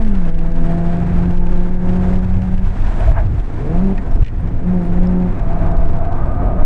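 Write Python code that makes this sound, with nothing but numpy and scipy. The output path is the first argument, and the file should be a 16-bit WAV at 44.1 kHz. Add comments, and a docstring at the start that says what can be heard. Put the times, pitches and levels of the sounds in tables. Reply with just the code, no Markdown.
"""A rotary engine heard from inside a car on a circuit: an upshift, a pull, braking with a blipped
downshift, then a tight corner. The exhaust drones on its firing orders, the cabin air throbs like a
blown bottle, the road rumbles and roars, and the treble crackles. Tyres stick and slip into chirps and
squeals, and the gear lever jangles its gate. The small microphone saturates on the biggest swings."""
import sys
import numpy as np
from scipy import signal
from scipy.fft import rfft, irfft, next_fast_len
from scipy.io import wavfile
from scipy.ndimage import uniform_filter1d, map_coordinates

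SR = 44100
rng = np.random.default_rng(int(sys.argv[2]) if len(sys.argv) > 2 else 0)


def transcribe(signal):
    """Save signal, clipped to [-1, 1], as a 16-bit WAV file at the path in sys.argv[1]."""
    frames = np.atleast_2d(signal).T
    limited = np.clip(frames, -1, 1)
    pcm = np.round(limited * 32767).astype(np.int16)
    wavfile.write(sys.argv[1], SR, pcm)


N = 293265
TIME_S = np.arange(N) / SR


def amp(db):
    return 10 ** (np.asarray(db) / 20)


def unit(x):
    return x / np.sqrt(np.mean(x ** 2) + 1e-20)


def along(points, hz):
    """Read an EQ curve at hz, on a log frequency axis."""
    freq_hz, gain_db = np.transpose(points)
    return np.interp(np.log(hz + 1), np.log(freq_hz + 1), gain_db)


def curves(rows):
    """One automation curve for each column after the time."""
    time_s, *columns = np.transpose(rows)
    return [np.interp(TIME_S, time_s, column) for column in columns]


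def window(rows, fade_s=0.016):
    """A gate open while the table runs, fading except at the edges of the scene."""
    start = (TIME_S - rows[0][0]) / fade_s + (rows[0][0] <= 0)
    end = (rows[-1][0] - TIME_S) / fade_s + (rows[-1][0] > N / SR - .1)
    return np.clip(np.minimum(start, end), 0, 1)


def wobble(rate_hz, step=16):
    """Smooth random modulation."""
    at = np.arange(0, N + step, step)
    knots = rng.standard_normal(int(N * rate_hz / SR) + 4)
    return np.interp(np.arange(N), at, map_coordinates(knots, [at * rate_hz / SR]))


def filtered(x, response):
    size = next_fast_len(N + SR // 2)
    return irfft(rfft(x, size) * response(np.fft.rfftfreq(size, 1 / SR)), size)[..., :N]


def noise(colour):
    """Coloured noise of rms 1."""
    return unit(filtered(rng.standard_normal(N), lambda hz: amp(along(colour, hz))))


def turns(hz):
    """Running phase of a pitch curve, in radians."""
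    return 2 * np.pi * np.cumsum(hz) / SR


def evened(x, share):
    """Even out the swings of a noise, as in damped or self-limiting motion."""
    envelope = np.abs(signal.hilbert(x, next_fast_len(N))[:N])
    return unit(x / (envelope + 0.38) ** share)


def strikes(rows):
    """One spike for each row of start_s, level_db."""
    start_s, level_db = np.transpose(rows)
    return np.bincount(np.round(start_s * SR).astype(int), amp(level_db), N)


def puffs(spikes, colour, t60_s, rise_s):
    """Each spike becomes a short puff of noise."""
    t = np.arange(SR // 20) / SR
    shape = amp(-60 * t / t60_s) * (1 - np.exp(-t / rise_s))
    envelope = signal.fftconvolve(spikes, shape)[:N]
    return filtered(envelope * rng.standard_normal(N), lambda hz: amp(along(colour, hz)))


# slow fader ride: time_s, gain_db
SWELLS = [(0, -1.5), (.3, -0.5), (.55, -3.5), (.7, 2.5), (1.3, 2.5), (1.36, -3.5), (1.6, -2), (1.78, -4.5),
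          (1.9, 2.5), (2.14, 2), (2.2, -1), (2.5, -1.5), (2.72, 1), (3.1, 5), (3.55, 1), (3.78, 2.5),
          (4.0, -2), (4.2, -0.5), (4.6, -2), (5.0, 1), (5.35, 1), (5.7, 1.5), (6.0, -0.5), (6.65, 0)]
# sudden dips: start_s, depth_db (scaled by the dip's envelope)
DIPS = [(.3, -7.5), (2.26, -4), (2.549, -8.5), (3.12, -10), (3.204, -0.5), (3.236, -5), (3.27, -8),
        (3.409, -7), (4.01, 0), (4.231, -16)]


def bed_fader(fall_s=0.0062, recover_s=0.07):
    """Gain in dB shared by engine and road: slow swells and brief dips."""
    gain_db = curves(SWELLS)[0]
    for start_s, depth_db in DIPS:
        age = np.maximum(TIME_S - start_s, 0)
        gain_db += depth_db * (1 - np.exp(-age / fall_s)) * np.exp(-age / recover_s)
    return gain_db


# engine revs: time_s, firing_hz
REVS = [(0, 227), (.28, 164), (.45, 166), (.81, 170.4), (1.17, 174.4), (1.53, 177.5), (1.98, 181.8),
        (2.6, 187), (2.9, 188), (3.55, 122), (3.7, 157), (3.84, 192.5), (3.92, 193), (4.05, 188),
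        (4.36, 164), (4.62, 173), (4.72, 183), (4.87, 172), (5.06, 181), (5.3, 180), (5.45, 173),
        (5.8, 165.5), (6.28, 154)]
# throttle: time_s, drone_db, overtone_bite_db
THROTTLE = [(0, -22.5, 3.5), (.09, -18.5, -13), (.3, -21.5, 6), (.7, -21, 3.5), (.93, -21.5, 1),
            (1.08, -22.5, -5.5), (1.27, -21, 1), (1.5, -20, 5), (2.0, -20, 2.5), (2.2, -19.5, 0.5),
            (2.3, -18, -4.5), (2.63, -20, -4), (2.68, -38.5, 7), (2.75, -29.5, -7), (2.82, -44.5, -7),
            (2.9, -50.5, 1), (3.55, -47, 1.5), (3.6, -29, 3.5), (3.72, -24.5, 7.5), (3.82, -16, -4.5),
            (3.925, -16, -1), (3.95, -35.5, 8.5), (4.0, -23, -7), (4.05, -51, 3), (4.36, -47, 3),
            (4.44, -23.5, 0), (4.6, -35.5, 3), (4.68, -13.5, -5.5), (4.76, -14, 1.5), (4.85, -21.5, 1.5),
            (4.95, -19.5, 0.5), (5.08, -16.5, 1), (5.26, -17, 2.5), (5.33, -32, 3.5), (5.42, -35.5, -7),
            (5.62, -27.5, 2.5), (6.1, -34, 6.5), (6.2, -24.5, 2), (6.28, -51, 1)]
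# firing orders: firing_multiple, level_db, wander_db
ORDERS = [(.5, -16, 6.5), (1, 1.5, 0), (1.5, -30, 8), (2, -17.5, 0.5), (3, -19.5, 1), (4, -28, 2),
          (5, -32, 2)]
# resonances of exhaust and cabin: freq_hz, gain_db
PIPE_EQ = [(320, -1), (350, 3.5), (372, -0.5), (390, 9.5), (490, 2), (513, -5.5), (540, -2), (575, -3.5),
           (650, 1), (666, 7), (682, 12.5), (691, 12.5), (699, 5), (708, 3), (720, -2), (745, 6), (770, -6),
           (850, 3), (910, 2), (960, -3)]
# gas rasp: freq_hz, gain_db
RASP_EQ = [(250, -120), (350, -1), (500, 0.5), (700, 2), (950, -6.5), (1500, -16.5), (2500, -26),
           (4000, -120)]


def engine(fader_db, drift_rad=0.11, smear_rad=.05, rasp_db=-23):
    """Firing orders, uneven in size and timing, and a rasp of gas noise once per firing."""
    drone_db, bite_db = curves(THROTTLE)
    firing_hz = curves(REVS)[0]
    level_db = drone_db + fader_db
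    phase = turns(firing_hz) + drift_rad * wobble(30)
    drone = np.zeros(N)
    for k, order_db, wander_db in ORDERS:
        tone_db = order_db + (k > 1) * bite_db + along(PIPE_EQ, k * firing_hz) + wander_db * wobble(7)
        smear = smear_rad * (k - 1) * wobble(70)
        drone += amp(level_db + tone_db) * np.sin(k * phase + smear + rng.uniform(0, 2 * np.pi))
    rasp = unit((1 + np.cos(phase)) ** 2 * noise(RASP_EQ))
    return np.sqrt(2) * drone + amp(level_db + rasp_db + bite_db / 2) * rasp


# road speed: time_s, speed_kmh
SPEED = [(0, 93), (2.75, 111), (3.0, 106), (3.75, 80), (4.5, 68), (5.5, 71), (6.65, 63)]
# sub-bass throb of the cabin air: time_s, level_db
THROB = [(0, -10.5), (.55, -10.5), (.9, -14.5), (1.13, -18.5), (1.3, -13), (1.39, -9.5), (1.75, -11),
         (1.83, -14), (2.0, -20), (2.2, -12.5), (2.43, -21), (2.85, -14.5), (3.3, -22), (3.7, -17.5),
         (3.95, -21), (4.18, -10.5), (4.3, -31.5), (4.62, -13), (4.78, -23), (4.98, -10), (5.12, -21),
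         (5.9, -10.5), (6.1, -12.5), (6.5, -20.5), (6.65, -3.5)]
# its harmonics: pitch_multiple, level_db
THROB_HARMONICS = [(1, 0), (2, -19), (3, -19)]


def throb(hz_at_100_kmh=17.6, hz_per_kmh=0.075):
    """The cabin air bounces like a blown bottle, with an unsteady, peaked beat."""
    pitch_hz = hz_at_100_kmh + hz_per_kmh * (curves(SPEED)[0] - 100)
    phase = turns(pitch_hz) + 0.33 * wobble(2.926)
    beat = sum(amp(db + (k > 1) * 3.5 * wobble(7.2)) * np.cos(k * phase) for k, db in THROB_HARMONICS)
    return np.sqrt(2) * amp(curves(THROB)[0] + 2.05 * wobble(12)) * beat


# roughness under the wheels: time_s, rumble_db, boom_db, drumming_db
SURFACE = [(0, -17.5, -29.5, -31.5), (.45, -19.5, -28, -29.5), (.85, -27, -27, -31),
           (1.2, -16.5, -23.5, -30.5), (1.6, -17.5, -26.5, -28.5), (1.8, -23, -22.5, -29.5),
           (2.0, -20.5, -23, -30.5), (2.4, -15.5, -18, -31), (2.7, -17.5, -22, -32.5),
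           (2.98, -19.5, -31.5, -32.5), (3.1, -13, -20.5, -32.5), (3.2, -16, -17.5, -31.5),
           (3.3, -16, -13.5, -26), (3.4, -11, -21.5, -32.5), (3.45, -21, -28, -31.5),
           (3.6, -22.5, -24, -28), (3.75, -17, -26.5, -29), (4.05, -19.5, -23.5, -28.5),
           (4.2, -13, -18.5, -28), (4.3, -13, -20, -30.5), (4.5, -17, -20.5, -27.5),
           (4.9, -19.5, -25, -28.5), (5.35, -22, -25.5, -30), (5.7, -16, -22.5, -27.5),
           (6.1, -20, -23.5, -29), (6.3, -14, -20.5, -28), (6.65, -16.5, -20.5, -24.5)]
# colours of the five road layers: freq_hz, gain_db
RUMBLE_EQ = [(13, -20), (22, 0.5), (31, -1), (65, -12.5), (84, -37), (140, -120)]
BOOM_EQ = [(32, -24), (55, 3), (70, -3.5), (91, 3.5), (150, -9), (200, -35.5), (330, -120)]
ROAR_EQ = [(300, -120), (500, -9), (682, 1.5), (780, -2), (870, -2.5), (1140, -7), (1660, -10),
           (2400, -17.5), (3090, -31), (4020, -37), (6800, -120)]
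PANEL_EQ = [(70, -120), (120, -12), (150, 0), (280, -4.5), (375, -9), (520, -14), (640, -23.5),
            (1000, -120)]
WIND_EQ = [(1500, -30.5), (2500, -3), (3400, -4), (4700, -9.5), (6400, -12.5), (8000, -13.5), (9500, -20),
           (11200, -29), (12900, -39.5), (14400, -46.5), (16000, -120)]
# fader ride on wind and crackle: time_s, gain_db
TREBLE_RIDE = [(0, -0.5), (.55, -1.5), (.7, -0.5), (1.0, -2), (1.03, -3.5), (1.1, -2.5), (1.33, -1.5),
               (1.6, -0.5), (1.84, -1.5), (2.1, -1.5), (2.4, -0.5), (2.66, -0.5), (2.75, -1), (3.1, -1.5),
               (3.3, -0.5), (3.75, -0.5), (4.12, 2), (4.4, -0.5), (4.69, 0.5), (4.9, 1), (5.0, -1),
               (5.4, -1.5), (5.7, -2.5), (6.1, -3), (6.65, -2.5)]


def road(shake, fader_db):
    """Suspension rumble, floor boom, tyre roar, drumming panels, wind hiss and a fine crackle."""
    rumble_db, boom_db, drumming_db = curves(SURFACE)
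    rumble = filtered(evened(noise(RUMBLE_EQ), share=.35), lambda hz: hz < 90)
    rumble *= amp(fader_db + rumble_db + 1.8 * wobble(14))
    boom = filtered(evened(noise(BOOM_EQ), share=.55), lambda hz: hz < 210)
    boom *= amp(fader_db + boom_db + 1.6 * wobble(16))
    power = (shake + rumble + boom) ** 2
    swing = power / np.abs(uniform_filter1d(power, size=SR // 4))  # against the local average

    unrest = amp(.45 * (curves(THROB)[0] + 13))  # the noise is smoother while the air throbs less
    flutter = unrest * 4 * np.tanh((wobble(22) + 2.0 * wobble(60)) / 3.2)
    lumps = unrest * wobble(12)
    speed_db = 20 * np.log10(curves(SPEED)[0] / 100)
    roar = amp(-38 + 0.17 * speed_db) * unit(amp(0.94 * flutter + 0.5 * lumps) * noise(ROAR_EQ))
    panels = amp(drumming_db) * unit(amp(0.31 * lumps + 0.23 * wobble(18)) * noise(PANEL_EQ))
    wind = unit(amp(0.86 * flutter + 0.21 * lumps + 0.17 * np.minimum(swing, 5.5)) * noise(WIND_EQ))
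    treble_db = -55 + 1.26 * speed_db + curves(TREBLE_RIDE)[0]
    treble = amp(treble_db) * (wind + amp(-1.5) * crackle(swing))
    return rumble + boom + amp(fader_db) * (roar + panels + treble)


# colour of crackle, ticks and lever rasp: freq_hz, gain_db
TICK_EQ = [(700, -120), (1400, -3), (2500, 8), (4200, -3), (6500, -10), (8500, -17), (11000, -23),
           (14400, -50), (16000, -120)]


def crackle(swing):
    """Fine crackle that thickens on the biggest low swings."""
    rate_hz = 400 * np.minimum(swing, 2.0) ** 1.2
    spikes = (rng.random(N) < rate_hz / SR) * amp(rng.normal(0, 1.5, N))
    return unit(puffs(spikes, TICK_EQ, t60_s=0.014, rise_s=.006))


# thin high whistle: pitch_hz, level_db, end_s
WHISTLE = (7806, -68, .135)


def whistle(fade_s=0.016):
    """A faint steady tone that stops soon."""
    pitch_hz, level_db, end_s = WHISTLE
    gate = np.clip((end_s - TIME_S) / fade_s, 0, 1)
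    return np.sqrt(2) * amp(level_db) * gate * np.sin(2 * np.pi * pitch_hz * TIME_S)


# the clearest short ticks: start_s, relative_db
TICKS = [(0.016, -34), (0.0234, -36), (0.0965, -36), (0.1131, -33), (0.142, -36), (0.173, -36),
         (0.199, -36), (0.282, -33), (0.411, -36), (5.2, -34), (5.221, -33), (5.3248, -35), (5.665, -35),
         (5.683, -37), (5.79, -35), (1.6, -35), (1.742, -36), (0.0483, -32), (0.0654, -30), (0.0754, -29),
         (0.082, -36.5), (0.1516, -29), (0.1574, -47), (0.2199, -34), (0.2514, -30), (0.2905, -28),
         (0.3, -35), (0.3424, -30), (0.3554, -45), (0.388, -30), (0.401, -46), (0.4624, -30.5),
         (0.518, -30), (0.5574, -37), (0.5824, -38), (1.0, -34.5), (1.255, -32), (1.3069, -27),
         (1.3723, -31), (1.468, -32), (1.5274, -31.5), (2.155, -28), (2.2453, -28), (2.4186, -28),
         (2.5407, -27), (2.5785, -30), (2.969, -38.5), (3.0041, -26), (3.056, -38), (3.458, -33),
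         (3.713, -45), (3.7786, -36), (4.12, -41), (4.474, -34), (4.8494, -39), (5.0325, -30.5),
         (5.0712, -36), (5.395, -30), (5.63, -35), (5.5298, -34), (5.5895, -31), (5.7159, -30),
         (5.7678, -34), (5.8556, -35), (5.9564, -38), (6.05, -34), (6.077, -41), (6.12, -34), (6.1294, -37),
         (6.147, -40), (6.1594, -39), (6.257, -35), (6.3165, -34.5)]


def ticks():
    """Short ticks of noise stand out of the crackle."""
    return amp(2.0) * puffs(strikes(TICKS), TICK_EQ, t60_s=0.017, rise_s=0.0022)


# dry treble clicks: start_s, relative_db
SNAPS = [(0.0233, -36), (0.0497, -35), (0.08, -43), (0.1525, -39), (0.1579, -40), (0.3016, -43),
         (0.3722, -47), (0.3892, -39), (0.3933, -40), (0.4665, -44), (0.5062, -42), (0.52, -40),
         (0.5529, -40.5), (0.5595, -41), (0.5642, -38), (0.5842, -39), (0.6192, -42), (0.971, -37.5),
         (1.0024, -39), (1.3096, -37), (1.3352, -39), (1.3462, -44), (1.3669, -42), (1.3734, -38),
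         (1.3821, -37.5), (1.4692, -39), (1.5604, -37), (1.5765, -36), (1.6122, -42), (1.6374, -41.5),
         (1.6714, -45), (1.6948, -42), (1.7448, -43), (1.7553, -44), (2.1629, -40), (2.2472, -47),
         (2.2969, -41), (2.3017, -44.5), (2.4205, -38), (2.5434, -38), (2.5983, -45), (2.692, -42),
         (2.9411, -37), (3.1052, -39), (3.2018, -40), (3.2597, -45), (3.2677, -42), (3.3129, -46),
         (3.4193, -46), (3.4418, -49), (3.4465, -46), (3.7667, -40.5), (3.8716, -40.5), (4.3649, -49),
         (4.4097, -51), (4.4751, -42), (4.4928, -49), (5.0345, -40), (5.0719, -39), (5.2517, -44),
         (5.3939, -43), (5.769, -39), (5.7791, -40), (5.8059, -40), (5.8581, -43.5), (5.8748, -41),
         (5.8853, -43), (5.8897, -41), (5.8954, -40), (5.9034, -44.5), (5.907, -47), (5.9342, -40),
         (5.9576, -39), (5.9674, -37), (5.9893, -40), (6.0208, -46), (6.0558, -46), (6.1237, -42),
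         (6.1306, -39), (6.1476, -47), (6.1544, -45.5), (6.1615, -45)]
# their colour: freq_hz, gain_db
SNAP_EQ = [(800, -120), (1500, -9), (2400, 0.5), (3400, 0.5), (4500, -4), (6500, -10), (8600, -14),
           (10700, -20.5), (12700, -32), (14400, -42.5), (16000, -120)]


def snaps():
    """Sharp dry clicks of random polarity."""
    spikes = strikes(SNAPS) * rng.choice([-1, 1], N)
    return amp(18.5) * filtered(spikes, lambda hz: 1j * amp(along(SNAP_EQ, hz)))  # 1j: spike to edge


# metallic ticks: start_s, relative_db
JINGLES = [(2.94, -58), (2.994, -50), (3.004, -55), (3.0954, -50.5), (3.107, -57), (4.2253, -55),
           (4.8299, -55.5), (4.8544, -52)]
# their sheen: freq_hz, gain_db
JINGLE_EQ = [(3000, -120), (5000, -10), (7800, -11), (9000, -1), (9650, -1.5), (10500, -7.5), (12500, -18),
             (14400, -36.5), (16000, -120)]


def jingles():
    """Bright, metallic-sounding puffs of noise."""
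    return amp(11) * puffs(strikes(JINGLES), JINGLE_EQ, t60_s=0.04, rise_s=.002)


def tread_tone(pitch_hz, width_hz, core):
    """A tone of rms 1: a steady core, blurred by scrub."""
    phase = turns(pitch_hz + 5 * wobble(25))
    tone = (wobble(width_hz) + core) * np.sin(phase) + wobble(width_hz) * np.cos(phase)
    return evened(unit(tone), share=0.42)


# one wheel skids briefly: time_s, level_db
SKID = [(3.13, -48.5), (3.15, -36), (3.18, -31), (3.2, -33), (3.23, -59.5)]
# its colour: freq_hz, gain_db
SKID_EQ = [(300, -120), (500, -23), (850, 6.5), (1200, -19.5), (1600, 4), (1900, -8), (2400, -10),
           (3200, -29.5), (5000, -120)]
# braking chirps, then a table for each of two slides: time_s, pitch_hz, tread_db, carcass_db
BRAKE_CHIRPS = [(2.97, 713.3, -44, -42), (2.978, 689, -37, -40), (2.99, 670, -39, -42),
                (2.996, 668, -49, -39), (3.006, 655, -25, -39), (3.018, 666, -23.5, -43),
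                (3.038, 706, -29, -44), (3.044, 684, -39, -42), (3.062, 653, -34, -48),
                (3.092, 651, -25, -48), (3.124, 641, -35, -51), (3.15, 624, -38, -37),
                (3.186, 672, -27, -26.5), (3.204, 640, -32, -41), (3.216, 626, -28, -42),
                (3.244, 630, -49, -48), (3.262, 645, -53, -43), (3.27, 643, -45, -42)]
SLIDES = [
    [(3.65, 665, -49, -47), (3.71, 669, -37, -47), (3.9, 676.6, -41.5, -52), (3.96, 690, -37, -55),
     (4.04, 690, -42, -40.5), (4.17, 681, -39.5, -43.5), (4.25, 698, -59, -55)],
    [(5.35, 686, -44, -41), (5.48, 670, -33.5, -39), (5.54, 682, -34, -37), (5.57, 669, -30.5, -38.5),
     (5.63, 670, -30.5, -35), (5.75, 674, -29.5, -33.5), (5.78, 676.4, -38, -37.5), (5.82, 665, -28, -36.5),
     (5.93, 684, -35.5, -39.5), (6.0, 675.5, -27, -34.5), (6.06, 695.2, -29, -37),
     (6.12, 705, -27.5, -33.5), (6.15, 714.6, -31, -32.5), (6.19, 701.3, -46, -31), (6.26, 689, -33.5, -35),
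     (6.33, 715, -36, -36.5), (6.38, 700, -32, -36), (6.42, 700.5, -30.5, -33), (6.5, 697, -32, -34.5),
     (6.55, 690, -33, -37), (6.63, 700, -31, -31.5)],
]
# blur of the chirps and of each slide: width_hz
TREAD_WIDTHS = [110, 90, 115]
# carcass resonances: centre_hz, width_hz, gain_db
CARCASS_MODES = [(817, 200, 2), (1216, 120, -8), (1534, 25, -4.5)]
# lower and upper tones that join in the corner: time_s, pitch_hz, level_db
LOW_SQUEAL = [(6.18, 622, -38), (6.25, 627.7, -33.5), (6.33, 621, -33.5), (6.39, 616.5, -45),
              (6.45, 630, -28.5), (6.5, 618.5, -27.5), (6.55, 598, -36), (6.6, 622, -29), (6.65, 607, -33)]
HIGH_SQUEAL = [(5.55, 1200, -54), (5.7, 1208, -43), (5.8, 1220, -53), (6.0, 1270, -55), (6.07, 1276, -47),
               (6.13, 1210, -44), (6.22, 1225, -37.5), (6.26, 1240, -44), (6.34, 1212, -37.5),
               (6.41, 1230, -41), (6.46, 1225, -43), (6.52, 1220, -36.5), (6.65, 1238, -41)]
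# texture of those two: width_hz, core_strength
SIDE_TEXTURES = [(150, .6), (95, .3)]


def tyres():
    """Tread blocks stick and slip: fuzzy wandering tones, a ringing carcass, one short skid."""
    def carcass(hz):
        return sum(amp(db) * width ** 2 / ((hz - centre) ** 2 + width ** 2)
                   for centre, width, db in CARCASS_MODES)

    out = amp(curves(SKID)[0]) * noise(SKID_EQ)
    for rows, width_hz in zip([BRAKE_CHIRPS, *SLIDES], TREAD_WIDTHS):
        pitch_hz, tread_db, carcass_db = curves(rows)
        ring = unit(filtered(rng.standard_normal(N), carcass))
        squeal = amp(tread_db + 1.2 * wobble(60)) * tread_tone(pitch_hz, width_hz, core=.85)
        out += window(rows) * (squeal + amp(carcass_db) * ring)
    for rows, (width_hz, core) in zip([LOW_SQUEAL, HIGH_SQUEAL], SIDE_TEXTURES):
        pitch_hz, level_db = curves(rows)
        out += window(rows) * amp(level_db + 1.3 * wobble(60)) * tread_tone(pitch_hz, width_hz, core)
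    return out


# gear lever contacts: start_s, relative_db, tilt_db_per_octave
LEVER_HITS = [(3.9778, -19, -9), (4.224, -30, 2), (4.2448, -28.5, -1), (4.262, -25.5, -1.5),
              (4.272, -31, -5), (4.281, -28, -2)]
# ring of the gate: pitch_hz, level_db, t60_s
GATE_MODES = [(1670, -4.5, .05), (1870, 0.5, .13), (2000, 1, .05), (2340, -2, .025), (2480, -1, .025),
              (2850, -1, .03), (3520, -5.5, .025), (4330, -5, .02), (5170, -8, .02), (6730, -14, .02)]


def gear_lever(attack_s=0.00063):
    """Each contact jangles the loose gate: a rasp, and its modes ringing unevenly at new strengths."""
    out = np.zeros(N + SR)
    t = np.arange(SR // 8) / SR
    for start_s, hit_db, tilt_db in LEVER_HITS:
        ring = np.zeros(len(t))
        for hz, mode_db, t60_s in GATE_MODES:
            struck_db = mode_db + tilt_db * np.log2(hz / GATE_MODES[0][0]) + rng.normal(0, 2.6)
            jangle = 1 + .9 * map_coordinates(rng.standard_normal(130), [t * 900])
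            ring += amp(struck_db - 60 * t / t60_s) * jangle * np.sin(2 * np.pi * hz * t)
        out[round(start_s * SR):][:len(t)] += amp(hit_db - 17.5) * ring * (1 - np.exp(-t / attack_s))
    contacts = strikes([(start_s, hit_db + tilt_db) for start_s, hit_db, tilt_db in LEVER_HITS])
    return out[:N] + amp(-7.5) * puffs(contacts, TICK_EQ, t60_s=0.041, rise_s=0.0016)


# tiny squeaks: start_s, pitch_hz, peak_db, length_s
SQUEAKS = [(4.112, 5450, -48, .004), (4.114, 8500, -58, .012), (4.1475, 8730, -55, .012),
           (4.152, 7800, -62, .012), (4.158, 5300, -46, .004), (4.405, 8720, -61, .012),
           (5.0705, 5100, -38, .0025), (6.162, 8300, -66, .012), (6.262, 7760, -63, .012),
           (6.3205, 8680, -61, .012), (6.35, 8750, -63, .012)]


def squeaks(pitch_rise=.015):
    """Short thin tones that bend up a little."""
    out = np.zeros(N)
    for start_s, pitch_hz, peak_db, length_s in SQUEAKS:
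        progress = np.arange(round(length_s * SR)) / (length_s * SR)
        tone = np.sin(turns(pitch_hz * (1 + pitch_rise * progress)))
        out[round(start_s * SR):][:len(tone)] += amp(peak_db) * np.sin(np.pi * progress) * tone
    return out


# thump through the floor: centre_s, push_db, width_s
JOLTS = [(4.2256, -1.5, 0.0025)]


def floor_jolt():
    """A single push of air, then a shallow rebound."""
    out = np.zeros(N)
    for centre_s, push_db, width_s in JOLTS:
        offset = (TIME_S - centre_s) / width_s
        push = np.exp(-offset ** 2)
        rebound = 0.5 * np.exp(-((offset - 2.0) / 7.8) ** 2)
        out += amp(push_db) * (push - rebound)
    return out


def scene():
    """The mono mix; swings of engine and throb also thicken the crackle and ruffle the hiss."""
    fader_db = bed_fader()
    shake = engine(fader_db) + throb()
    bed = shake + road(shake, fader_db)
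    spots = whistle() + ticks() + snaps() + jingles() + tyres() + gear_lever() + squeaks()
    return (bed + spots + floor_jolt())[None]


def record(dry, ceiling=.97, knee=4.5, fade_in_s=.004, top_hz=14400):
    """The capsule rounds off big swings; a short fade-in and a steep high cut follow."""
    saturated = dry / (1 + np.abs(dry / ceiling) ** knee) ** (1 / knee)
    return filtered(saturated * np.minimum(TIME_S / fade_in_s, 1), lambda hz: hz < top_hz)


dry = scene()
out = record(dry)
transcribe(out)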